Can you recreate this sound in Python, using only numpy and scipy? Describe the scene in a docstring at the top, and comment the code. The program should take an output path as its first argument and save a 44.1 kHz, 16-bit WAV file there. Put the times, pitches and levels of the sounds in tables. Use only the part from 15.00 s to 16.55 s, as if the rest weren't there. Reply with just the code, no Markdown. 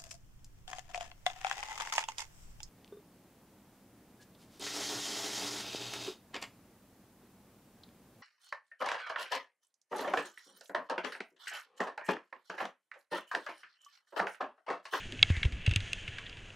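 """A metal rail in the snow, heard close up from the microphone of a camera worn by the skier.
Light wind rumbles and hisses at the microphone. Underfoot, the ski bases scrape over snow and
steel with a gritty hiss. The skis clack onto the rail and slide along it: each contact rings
a few short modes, and the jolts thump through the camera mount."""
import sys
import numpy as np
from scipy import signal
from scipy.fft import rfft, irfft
from scipy.io import wavfile

SR = 44100
rng = np.random.default_rng(int(sys.argv[2]) if len(sys.argv) > 2 else 0)


def to_wav(sig):
    """Store sig (one row per channel, or 1-D mono) as 16-bit WAV at the path in sys.argv[1].

    Samples outside -1..1 are clipped; the rate is SR.
    """
    pcm = np.clip(np.atleast_2d(sig), -1, 1) * 32767
    pcm = np.round(pcm).astype(np.int16)
    wavfile.write(sys.argv[1], SR, pcm.T)  # frames by channels


N = 68355


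def undb(db):
    """Decibels to gain."""
    return 10 ** (np.asarray(db) / 20)


def unit(x):
    """Scale to rms 1."""
    return x / np.sqrt(np.mean(x ** 2))


def curve(rows):
    """Gain over time from (time [s], level [dB]) points."""
    return undb(np.interp(np.arange(N) / SR, *np.array(rows).T))


def colour(x, points):
    """Filter by (frequency [Hz], gain [dB]) points, then scale to rms 1."""
    hz, db = np.array(points).T
    f = np.maximum(np.fft.rfftfreq(N, 1 / SR), 1)
    gain = undb(np.interp(np.log(f), np.log(hz), db))
    return unit(irfft(rfft(x) * gain, N))


def band(centre_hz, width_hz):
    """Noise in one resonance, at rms 1."""
    f = np.fft.rfftfreq(N, 1 / SR)
    detuning = 2 * (f - centre_hz) / width_hz
    return unit(irfft(rfft(rng.standard_normal(N)) / (1 + detuning ** 2), N))


def wander(per_s):
    """A line through random values with spread near 1."""
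    return np.interp(np.arange(N) / SR * per_s, np.arange(1000), rng.standard_normal(1000))


def add(out, start_s, x):
    """Mix a short sound in at its time."""
    i = int(start_s * SR)
    out[i:i + len(x)] += x[:N - i]


def swell(t, rise_s, t60_s):
    """A smooth rise and an exponential decay, peak 1."""
    envelope = (1 - np.exp(-t / rise_s)) ** 2 * np.exp(-np.log(1000) * t / t60_s)
    return envelope / envelope.max()


def burst(noise, start_s, t, decay_s, rise_s=0.00032):
    """A stretch of noise that starts with the contact and dies away."""
    envelope = (1 - np.exp(-t / rise_s)) * np.exp(-t / decay_s)
    return envelope * np.roll(noise, -int(start_s * SR))[:len(t)]


# Wind right at the microphone (time [s], level [dB])
WIND_LEVELS = [(0, -46), (.12, -45), (.21, -41.5), (.27, -42), (.4, -48.5), (.62, -48), (.85, -43.5),
               (1, -47.5), (1.1, -46.5), (1.3, -50.5), (1.55, -52.5)]
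# Spectrum of its rumble (frequency [Hz], gain [dB])
RUMBLE_SPECTRUM = [(20, 4), (35, 1.5), (60, -9.5), (100, 0.5), (150, -11.5), (220, -16), (320, -19),
                   (600, -28), (1100, -38), (3000, -50), (15000, -100)]
# Spectrum of its hiss (frequency [Hz], gain [dB])
HISS_SPECTRUM = [(100, 2), (300, 1.5), (600, -1), (1000, -7), (1500, -2.5), (3000, -14), (8000, -25),
                 (15000, -51)]


def wind(buffet_db=3, hiss_db=-57.5):
    """Air buffets the microphone over a steady soft hiss."""
    rumble = colour(rng.standard_normal(N), RUMBLE_SPECTRUM) * curve(WIND_LEVELS)
    buffeting = undb(buffet_db * wander(per_s=35))
    hiss = undb(hiss_db) * colour(rng.standard_normal(N), HISS_SPECTRUM)
    return rumble * buffeting + hiss


def friction(grains_per_s=900, spread_db=3, grit_db=-5):
    """Dense tiny slips and coarser grains of ice under the skis."""
    grains = (rng.random(N) < grains_per_s / SR) * rng.choice([-1, 1], N)
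    sizes = undb(spread_db * np.minimum(rng.exponential(size=N), 4))
    slips = rng.standard_normal(N)
    return slips + undb(grit_db) * unit(grains * sizes)


# Bases scraping on snow and steel (time [s], relative level [dB])
SCRAPE_LEVELS = [(0, -43.5), (.08, -51), (.26, -48.5), (.33, -48), (.5, -55), (.63, -47.5), (.72, -48.5),
                 (.89, -47.5), (1.1, -48.5), (1.2, -50), (1.33, -52.5), (1.45, -55), (1.55, -59.5)]
# Spectrum of the scrape (frequency [Hz], gain [dB])
SCRAPE_SPECTRUM = [(300, -24), (1000, -39), (1350, -10.5), (1700, -0.5), (2000, -3.5), (2400, -1),
                   (2720, 3.5), (3000, 0.5), (3300, -1), (3600, -9.5), (4000, -13.5), (4500, -25),
                   (6000, -45), (10000, -72), (15000, -84)]
# Fine snow spray (time [s], level [dB])
SPRAY_LEVELS = [(0, -59), (.15, -62), (.3, -56), (.41, -58.5), (.5, -65), (.64, -68), (.78, -61.5),
                (.86, -57.5), (1.01, -60), (1.06, -63.5), (1.43, -67.5), (1.55, -67.5)]
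# Spectrum of the spray (frequency [Hz], gain [dB])
SPRAY_SPECTRUM = [(2000, -6), (4200, 1), (5500, -2.5), (6700, 4.5), (7500, -4.5), (8500, -7.5), (9500, -12),
                  (10500, -14.5), (11500, -50), (15000, -59)]
# Edges and bases scuffing (peak time [s], length [s], pitch [Hz], bandwidth [Hz], level [dB])
SKI_SCUFFS = [(0.131, 0.065, 300, 220, -49), (0.296, 0.018, 2850, 1800, -46),
              (0.35, 0.098, 2070, 690, -44.5), (0.403, 0.12, 1920, 600, -51.5),
              (0.526, 0.14, 195, 200, -51.5), (1.081, 0.009, 2600, 910, -46),
              (1.187, 0.0079, 1650, 200, -44.5), (1.199, 0.025, 1130, 406, -56.5),
              (1.266, 0.022, 1900, 258, -51.5), (1.266, 0.012, 3200, 905, -44.5),
              (1.37, 0.26, 979, 40, -69.5)]


def slide(scrape_db=-0.5, flutter_db=0.9):
    """Below the microphone the bases scrape, snow sprays and now and then a ski scuffs harder."""
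    t = np.arange(N) / SR
    scrape = colour(friction(), SCRAPE_SPECTRUM) * curve(SCRAPE_LEVELS) * undb(scrape_db)
    spray = colour(friction(), SPRAY_SPECTRUM) * curve(SPRAY_LEVELS)
    scuffs = np.zeros(N)
    for peak_s, length_s, hz, width_hz, level_db in SKI_SCUFFS:
        envelope = np.exp(-.5 * (2 * (t - peak_s) / length_s) ** 2)
        scuffs += undb(level_db) * envelope * band(hz, width_hz)
    flutter = undb(flutter_db * wander(per_s=70))
    return (scrape + spray + scuffs) * flutter


# Skis striking the rail (time [s], level [dB], rise [cycles], emphasis centre [Hz],
# emphasis [dB], treble [dB], rattle [dB re half the ring's peak])
RAIL_CONTACTS = [(0.1219, -30.5, 2.5, 2780, 6.5, 19.5, -4), (0.1916, -28, 3.4, 2520, 8.5, -22, -25),
                 (0.2273, -0.5, 5, 3580, 2.5, -0.5, -36), (0.2468, -33, 3, 2290, 14, -9, -30),
                 (0.2798, -38, 3, 2600, 5, -2, -28), (0.3005, -27.5, 4.8, 1720, 26.5, -8, -4),
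                 (0.3656, -32.5, 3, 3000, 8, 7, 1.5), (0.4299, -15.5, 4, 1840, 17, -41, -12.5),
                 (0.4505, -27, 1.6, 2420, 6, -21, -5.5), (0.5223, -38.5, 1.9, 3300, -7, 10, 2),
                 (0.6627, -19, 13, 2490, 18, 17.5, -9.5), (0.667, -25, 2.3, 2830, 12, 14, -30),
                 (0.676, -25, 4.2, 2720, 19, 10, -23), (0.6926, -33.5, 3, 2700, 19, 29, -2.5),
                 (0.7110, -25, 2.8, 2760, 13.5, 20.5, -6), (0.7363, -25.5, 2.2, 2650, 15, 17, -9.5),
                 (0.76, -14.5, 2.5, 2720, 10.5, 24.5, -13), (0.8033, -30, 4.3, 2340, 5, 12, -4),
                 (0.8584, -42, 3.8, 3000, -4, 8, -20), (0.9316, -18, 0.85, 2820, 13, 22.5, -21),
                 (1.0779, -26, 1.6, 2500, 16, -23, -7.5), (1.1837, -32.5, 5.3, 1700, 5, -2, -0.5),
                 (1.2954, -41.5, 3, 4800, 11, 19, -9), (1.3274, -37, 2.7, 2900, 19, -14, -21),
                 (1.3697, -42, 2.7, 3800, -1, 8, -2.5), (1.503, -38.5, 2.4, 2810, 18, -2, -11)]
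# Modes that every contact rings (frequency [Hz], relative level [dB], t60 [s])
CONTACT_MODES = [(755, -24, 0.02), (1055, -25.5, .012), (1344, -23.5, 0.019), (1668, -20.5, 0.019),
                 (2198, -5, 0.017), (2698, 0, 0.0092), (2700, -49, 0.086), (3352, 0.5, 0.011),
                 (3867, -2, 0.0086), (4460, -20, 0.016), (4773, -6.5, 0.0071), (5240, -18.5, 0.01),
                 (6450, -16.5, 0.0066), (8080, -21.5, 0.0041), (10420, -31, 0.0037), (13300, -40, 0.0015)]
# Spectrum of the rattle (frequency [Hz], gain [dB])
RATTLE_SPECTRUM = [(200, -12), (1000, -17), (1700, -1), (2700, 0.5), (3700, -4.5), (4500, -17.5),
                   (8500, -23), (11000, -41), (15000, -59)]


def clacks(emphasis_octaves=0.16, treble_hz=5440, radiates_above_hz=920):
    """Ski on rail, close by: short modes, coloured by each contact, ring with a brief rattle."""
    out, t = np.zeros(N), np.arange(SR // 5) / SR
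    mode_hz, mode_db, mode_t60 = np.array(CONTACT_MODES).T
    noise = colour(rng.standard_normal(N), RATTLE_SPECTRUM)
    radiation = signal.butter(2, radiates_above_hz, "high", fs=SR, output="sos")
    for start_s, level_db, cycles, centre_hz, emphasis_db, treble_db, rattle_db in RAIL_CONTACTS:
        bump_db = emphasis_db * np.exp(-.5 * (np.log2(mode_hz / centre_hz) / emphasis_octaves) ** 2)
        shelf_db = treble_db / (1 + (treble_hz / mode_hz) ** 6)
        gains = undb(mode_db + bump_db + shelf_db)
        ring = sum(gain * swell(t, cycles / hz, t60) * np.sin(2 * np.pi * hz * t)
                   for hz, gain, t60 in zip(mode_hz, gains, mode_t60))
        ring = signal.sosfilt(radiation, ring)
        rattle = .5 * undb(rattle_db) * burst(noise, start_s, t, decay_s=0.0099)
        add(out, start_s, undb(level_db) * (ring / np.abs(ring).max() + rattle))
    return out


# Jolts reaching the microphone through the mount (time [s], level [dB], pitch [Hz], t60 [s], rise [s])
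MOUNT_JOLTS = [(0.2277, -33.5, 274, 0.015, 0.00056), (0.3024, -15, 86.6, 0.13, 0.00047),
               (0.3703, -25, 61, 0.074, 0.0024), (0.416, -31, 88.5, 0.037, 0.0014),
               (0.444, -23.5, 45, 0.024, 0.0037), (0.4518, -15, 72, 0.03, 0.013),
               (0.48, -32.5, 72.5, 0.053, 0.0014), (0.523, -29, 57, .11, 0.0071),
               (0.6758, -14.5, 97.9, 0.071, 0.0027), (0.709, -21, 70, 0.044, 0.0056),
               (0.727, -24, 41.5, 0.034, 0.002), (0.7601, -21, 98, 0.14, 0.00083),
               (1.082, -37.5, 101, 0.063, 0.0022)]


def thumps(knock_cutoff_hz=314, knock_db=-17.5):
    """Each jolt rocks the camera mount at its low resonance, with a dull knock."""
    out, t = np.zeros(N), np.arange(SR // 4) / SR
    dull_noise = band(0, 2 * knock_cutoff_hz)
    for start_s, level_db, hz, t60_s, rise_s in MOUNT_JOLTS:
        knock = undb(knock_db) * burst(dull_noise, start_s, t, decay_s=0.0055)
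        rocking = swell(t, rise_s, t60_s) * np.cos(2 * np.pi * hz * t)
        add(out, start_s, undb(level_db) * (knock - rocking))
    return out


def scene():
    """The microphone rides with the skier; everything reaches both channels alike."""
    return np.tile(wind() + slide() + clacks() + thumps(), (2, 1))


def record(dry):
    """The camera cuts the bass below 20 Hz and the treble above 15.3 kHz."""
    low_cut = signal.butter(1, 20, "high", fs=SR, output="sos")
    high_cut = signal.ellip(8, .2, 70, 15300, fs=SR, output="sos")
    return signal.sosfilt(high_cut, signal.sosfilt(low_cut, dry))


dry = scene()
out = record(dry)
to_wav(out)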